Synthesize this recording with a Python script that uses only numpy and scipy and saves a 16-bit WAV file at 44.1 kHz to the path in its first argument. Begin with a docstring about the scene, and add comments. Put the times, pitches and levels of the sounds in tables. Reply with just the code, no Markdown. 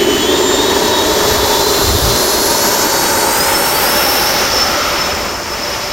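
"""Two electric ducted fans whine as a model jet accelerates past on an outdoor runway and rolls away.
Each fan sings at its blade rate, climbing with the throttle in steps; Doppler shift pulls it back a little.
The exhaust roars and hisses, with an echo off the asphalt, and the airflow rings the ducts.
Each layer swells and fades as the jet passes; late on, the whine throbs twice and a drone comes through.
Underneath, a little wind buffets the two ports of the microphone."""
import sys
import numpy as np
from scipy.fft import rfft, irfft
from scipy.io import wavfile

SR = 44100
rng = np.random.default_rng(int(sys.argv[2]) if len(sys.argv) > 2 else 0)


def generate_wav(sig):
    """Save sig (samples, or channels by samples) to the path in sys.argv[1] as 16-bit PCM at SR."""
    pcm = np.round(np.clip(np.atleast_2d(sig).T, -1, 1) * 32767).astype(np.int16)
    wavfile.write(sys.argv[1], SR, pcm)


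N = 261072
TIME = np.arange(N) / SR
FREQS = np.maximum(np.fft.rfftfreq(N, 1 / SR), 1)

# Opening blade rates in Hz, before Doppler shift: the leading fan, then the lagging fan.
START_BLADE_HZ = (3315, 3025)
# Throttle steps. Each row: start in seconds, spool-up in seconds, new leading and lagging rates in Hz.
THROTTLE_STEPS = [(.22, .15, 3650, 3285), (.58, .08, 3745, 3355), (1.03, .07, 3822, 3410),
                  (1.27, .15, 3935, 3505), (1.54, .14, 4122, 3625), (2.18, .09, 4312, 3742),
                  (2.54, .1, 4437, 3816), (2.75, .17, 4550, 3895), (3.24, .24, 5290, 4320),
                  (3.48, .17, 5539, 4530), (3.7, .34, 5539, 5520)]
# The jet's heading. Each row: time in seconds, nose-to-listener angle in degrees (90 side on, 180 tail on).
ASPECT_ANGLE = [(0, 75), (1.2, 90), (3, 138), (5, 170), (5.92, 176)]
# The getaway. Each row: time in seconds, speed away from the listener in m/s.
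RECEDING_SPEED = [(0, 0), (1.65, 0), (2.2, 3), (3.6, 6), (4.6, 12.65), (5.05, 17.7), (5.92, 21)]
# The whole jet's fade into the distance. Each row: time in seconds, gain in dB.
DISTANCE_FADE = [(4.6, 0.5), (4.8, -0.7), (5.05, 0), (5.38, -5), (5.75, -3), (5.92, -4.5)]

# Swells: moments when the whine grows louder, including two brief late throbs on the leading fan that
# stand for the fans beating together. One list per partial.
# Each row: aspect angle at the peak in degrees, half-width in degrees, relative level in dB.
LEADING_FAN_SWELLS = [
    [(78.8, 1, -23.5), (82.7, 1.5, -21.5), (87.2, 1, -22.5), (105, 3, -21.5), (121, 7, -26),
     (138, 2.2, -26), (146, 2.8, -24.5), (155, 4, -24), (163.6, 1, -19), (170.2, .5, -22), (175, 2, -25),
     (150, 50, -32)],
    [(81, 1.4, -24), (88, 7, -38), (153, 12, -33.5)],
    [(93, 6, -35), (126, 10, -32), (143.4, 1, -23)],
]
LAGGING_FAN_SWELLS = [
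    [(76.5, 2.3, -22.5), (100, 22, -30.5), (151.8, 1.5, -28), (155, 18, -33)],
    [(84, 10, -36.5), (106, 3.5, -27.5)],
    [(122, 14, -26.5)],
]
# Lobes of the noise layers, which swell as they sweep over the listener. The ducts have one list per note.
# Each row: aspect angle in degrees, half-width in degrees, relative level in dB.
BLADE_WASH_LOBES = [(92.1, 8.8, -20.5), (110, 12, -24), (161.5, 8.1, -18), (175.3, 2.9, -21.5)]
HISS_BEAM_LOBES = [(144.3, 5.9, -21.5)]
EXHAUST_ROAR_LOBES = [(103, 63, -18), (158, 18, -18)]
EXHAUST_RUSH_LOBES = [(77.5, 10, -23.5), (114.7, 36, -21), (165, 19.5, -20)]
EXHAUST_HISS_LOBES = [(99.6, 29.5, -19.5), (131.1, 14, -16.5), (176.6, 23, -25)]
EXHAUST_SIZZLE_LOBES = [(123.6, 33, -19), (150.3, 4.3, -16.5), (156.7, 2.7, -17.5), (176, 3.5, -31)]
DUCT_RING_LOBES = [
    [(71, 12, -18.5), (102, 38, -27)],
    [(74, 10, -13), (111, 38, -22)],
    [(95.5, 12.4, -17.5), (126.4, 12.3, -23.5)],
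    [(89.3, 9.7, -20.5), (135, 27, -23)],
    [(85.7, 5.7, -20), (98.6, 3.6, -17), (139.3, 18.7, -19)],
    [(83.4, 12, -26), (147, 21, -24), (167.5, 2.6, -20)],
]
HOLLOW_DRONE_LOBES = [(154, 4.6, -22), (170, 7.9, -22.5)]

# The exhaust's four noise bands, dark to bright. Each row: frequency in Hz, relative level in dB.
ROAR_SPECTRUM = [(60, -7), (150, -3), (240, 0.5), (500, 3), (750, 2), (1200, 3), (1500, 0.5), (2000, -1),
                 (2600, -13), (5000, -18.5)]
RUSH_SPECTRUM = [(1200, -20), (2200, -1), (3000, -1), (4200, -4), (5500, -13), (8000, -43)]
HISS_SPECTRUM = [(2800, -12), (4200, -6.5), (5200, -0.5), (6400, 0), (7400, -1), (8000, -12.5),
                 (9500, -8.5), (13000, -52)]
SIZZLE_SPECTRUM = [(6000, -40), (8000, -3), (9500, -4), (11500, 6), (13000, 1.5), (15800, -1.5)]
# The bounce off the asphalt. Each row: time in seconds, delay in milliseconds, echo gain in dB.
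GROUND_ECHO = [(0, 0.29, -11), (.9, 0.19, -8), (1.4, 0.18, -7.5), (2.0, 0.21, -5), (3.0, 0.17, -9.5),
               (4.2, 0.053, -26), (5.4, 0.13, -4), (5.92, 0.07, -10)]
# The ducts' notes. Each row: pitch in Hz, width in Hz, aspect angle in degrees past which the note sinks,
# pitch in Hz when tail on.
DUCT_RESONANCES = [(299.1, 102, 75, 230), (386.8, 95, 130, 335), (412.3, 43, 135, 365),
                   (593.5, 76, 118, 500), (930, 115, 131, 735), (1851, 240, 75, 1240)]
# The drone's fixed notes. Each row: pitch in Hz, width in Hz, relative level in dB.
DRONE_RESONANCES = [(372, 50, -5), (587, 22, 0), (890, 40, -4)]

# Wind rumble on the microphone. Each row: frequency in Hz, relative level in dB.
WIND_SPECTRUM = [(18, -32), (32, -22), (48, -2.5), (62, 0), (85, -3), (120, -9.5), (200, -19.5), (500, -40)]
# Gusts over the breeze. Each row: midpoint in seconds, length in seconds, level in dB.
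WIND_GUSTS = [(.8, 2.0, -33), (1.37, .24, -23), (1.98, .28, -14), (2.42, .15, -29.5), (4.57, .14, -30),
              (5.17, .1, -29.5), (5.4, 1.8, -35)]
# Stereo width. Each row: frequency in Hz, level of side against mid in dB.
SIDE_SPECTRUM = [(30, -19), (130, -9), (300, -24), (600, -19.5), (1500, -29.5), (2600, -29), (3300, -8),
                 (4400, -41), (8000, -85), (15000, -5)]
# Phase between the microphone's ports. Each row: frequency in Hz, shift of the right port in radians.
RIGHT_PORT_PHASE = [(2700, 0), (3360, -.6), (4300, 0), (8500, 0), (9200, 1.7), (10120, 3.14), (12000, 6.28),
                    (13800, 9.42), (15300, 12.5), (16000, 12.7)]


def fan_whine(blade_hz, partial_swells, gain_db):
    """Blade-rate whine: uneven inflow shakes its pitch, and each partial flutters more through more air."""
    away_m = np.cumsum(curves(RECEDING_SPEED)[0]) / SR
    flutter_db = 2.5 + .1 * away_m
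    phase = turn(blade_hz * (1 + .0012 * wander(45)))
    whine = 0
    for harmonic, swells in enumerate(partial_swells, 1):
        flutter = undb(flutter_db * (wander(24) - flutter_db / 10))  # the offset steadies the mean power
        whine += swell_gain(swells) * flutter * np.sin(harmonic * phase)
    return np.sqrt(2) * undb(gain_db) * whine


def blade_rates():
    """The fans spool up with the throttle and hold; Doppler shift lowers them as the jet speeds away."""
    hz = held_hz = np.array(START_BLADE_HZ)[:, None]
    for start, spool_s, *rates in THROTTLE_STEPS:
        target_hz = np.array(rates)[:, None]
        hz = hz + (target_hz - held_hz) * np.clip((TIME - start) / spool_s, 0, 1)
        held_hz = target_hz
    mach = curves(RECEDING_SPEED)[0] / 343
    return hz / (1 + mach)


def blade_noise(blade_hz):
    """Turbulence chopped by the blades follows their rate; a higher hiss shoots out in a narrow beam."""
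    wash = resonance(1.01 * blade_hz, width_hz=1310) * swell_gain(BLADE_WASH_LOBES)
    beam = resonance(8700, width_hz=1600) * swell_gain(HISS_BEAM_LOBES)
    return wash + beam


def exhaust():
    """Mixing noise of the jets: large eddies roar, small ones at the nozzle hiss; all surge together."""
    surge_db = .49 * wander(8.9)
    roar = noise(ROAR_SPECTRUM) * swell_gain(EXHAUST_ROAR_LOBES) * undb(.5 * wander(36))
    rush = noise(RUSH_SPECTRUM) * swell_gain(EXHAUST_RUSH_LOBES) * undb(.79 * wander(15))
    hiss = noise(HISS_SPECTRUM) * swell_gain(EXHAUST_HISS_LOBES) * undb(.7 * wander(21))
    sizzle = noise(SIZZLE_SPECTRUM) * swell_gain(EXHAUST_SIZZLE_LOBES) * undb(.5 * wander(14))
    return (roar + rush + hiss + sizzle) * undb(surge_db)


def ground_bounce(direct):
    """A dull echo off rough asphalt joins the direct sound and carves a moving hollow into it."""
    lag_ms, echo_db = curves(GROUND_ECHO)
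    dull = low_pass(direct, cutoff_hz=5000)
    return direct + undb(echo_db) * np.interp(TIME - lag_ms / 1000, TIME, dull)


def ducts():
    """The airflow blows the two ducts like wide pipes; their notes sink as the jet turns its tail."""
    aspect, = curves(ASPECT_ANGLE)
    ring = 0
    for (hz, width_hz, knee_deg, tail_hz), lobes in zip(DUCT_RESONANCES, DUCT_RING_LOBES):
        centre_hz = np.interp(aspect, [knee_deg, 180], [hz, tail_hz])
        ring += resonance(centre_hz, width_hz) * swell_gain(lobes)
    return ring


def drone():
    """A hollow tone at fixed pitches that comes through as the jet recedes."""
    notes = sum(undb(db) * resonance(hz, width_hz) for hz, width_hz, db in DRONE_RESONANCES)
    return unit(notes) * swell_gain(HOLLOW_DRONE_LOBES)


def wind(breeze_db):
    """A breeze rumbles on the microphone; each gust swells, holds and drops."""
    gust_power = sum(undb(db) ** 2 / (1 + (2 * (TIME - middle) / length) ** 10)
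                     for middle, length, db in WIND_GUSTS)
    return noise(WIND_SPECTRUM) * np.sqrt(undb(breeze_db) ** 2 + gust_power)


def swell_gain(swells):
    """A layer's level ride: bell-shaped swells, cued by aspect angle, add in power and fade with distance."""
    aspect, = curves(ASPECT_ANGLE)
    power = sum(undb(db) ** 2 * np.exp(-((aspect - centre) / width) ** 2) for centre, width, db in swells)
    return np.sqrt(power) * undb(curves(DISTANCE_FADE)[0])


def resonance(hz, width_hz):
    """Turbulence ringing a resonance whose centre may glide; rms 1."""
    skirt = 1 / np.sqrt(1 + (2 * FREQS / width_hz) ** 4)
    in_phase, quadrature = irfft(rfft(rng.standard_normal((2, N))) * skirt, N)
    phase = turn(hz)
    return unit(in_phase * np.cos(phase) + quadrature * np.sin(phase))


def noise(spectrum):
    """Coloured noise of rms 1."""
    return unit(irfft(rfft(rng.standard_normal(N)) * eq_curve(spectrum), N))


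def wander(rate_hz):
    """Smooth random modulation of rms 1 that moves about rate_hz times a second."""
    return unit(low_pass(rng.standard_normal(N), rate_hz))


def low_pass(x, cutoff_hz):
    """Roll off the highs at 24 dB per octave."""
    return irfft(rfft(x) / (1 + (FREQS / cutoff_hz) ** 4), N)


def eq_curve(points):
    """Gain at each frequency from points in Hz and dB."""
    hz, db = np.transpose(points)
    return undb(np.interp(np.log(FREQS), np.log(hz), db))


def curves(table):
    """Automation lanes: each column after the first, joined by straight lines in time."""
    seconds, *columns = np.transpose(table)
    return [np.interp(TIME, seconds, column) for column in columns]


def turn(hz):
    """Running phase of a pitch that may glide."""
    return 2 * np.pi * np.cumsum(hz * np.ones(N)) / SR


def undb(db):
    """Decibels to gain."""
    return 10 ** (np.asarray(db) / 20)


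def unit(x):
    """Scale to rms 1."""
    return x / np.sqrt(np.mean(x ** 2))


def scene():
    """The jet stays straight ahead; scatter from the ground and trees adds a little stereo width."""
    leading_hz, lagging_hz = blade_rates()
    whine = fan_whine(leading_hz, LEADING_FAN_SWELLS, gain_db=2.5)
    whine += fan_whine(lagging_hz, LAGGING_FAN_SWELLS, gain_db=2.4)
    jet = whine + ground_bounce(exhaust()) + ducts() + blade_noise(leading_hz) + drone()
    mid = jet + wind(breeze_db=-34)
    scatter = unit(rng.standard_normal(N) * np.exp(-TIME / .06)) / np.sqrt(N)  # a short diffuse tail
    side = irfft(rfft(mid) * rfft(scatter) * eq_curve(SIDE_SPECTRUM), N)
    return np.array([mid + side, mid - side])


def record(dry):
    """The two ports part in phase mainly in the top octave; the left is a touch louder; the top is cut."""
    phase = np.interp(FREQS, *np.transpose(RIGHT_PORT_PHASE))
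    left, right = rfft(dry)
    ports = np.array([left * undb(-2.28), right * undb(-2.5) * np.exp(1j * phase)])
    high_cut = 1 / np.sqrt(1 + (FREQS / 15800) ** 400)  # brick wall at 15.8 kHz
    return irfft(ports * high_cut, N)


dry = scene()
out = record(dry)
generate_wav(out)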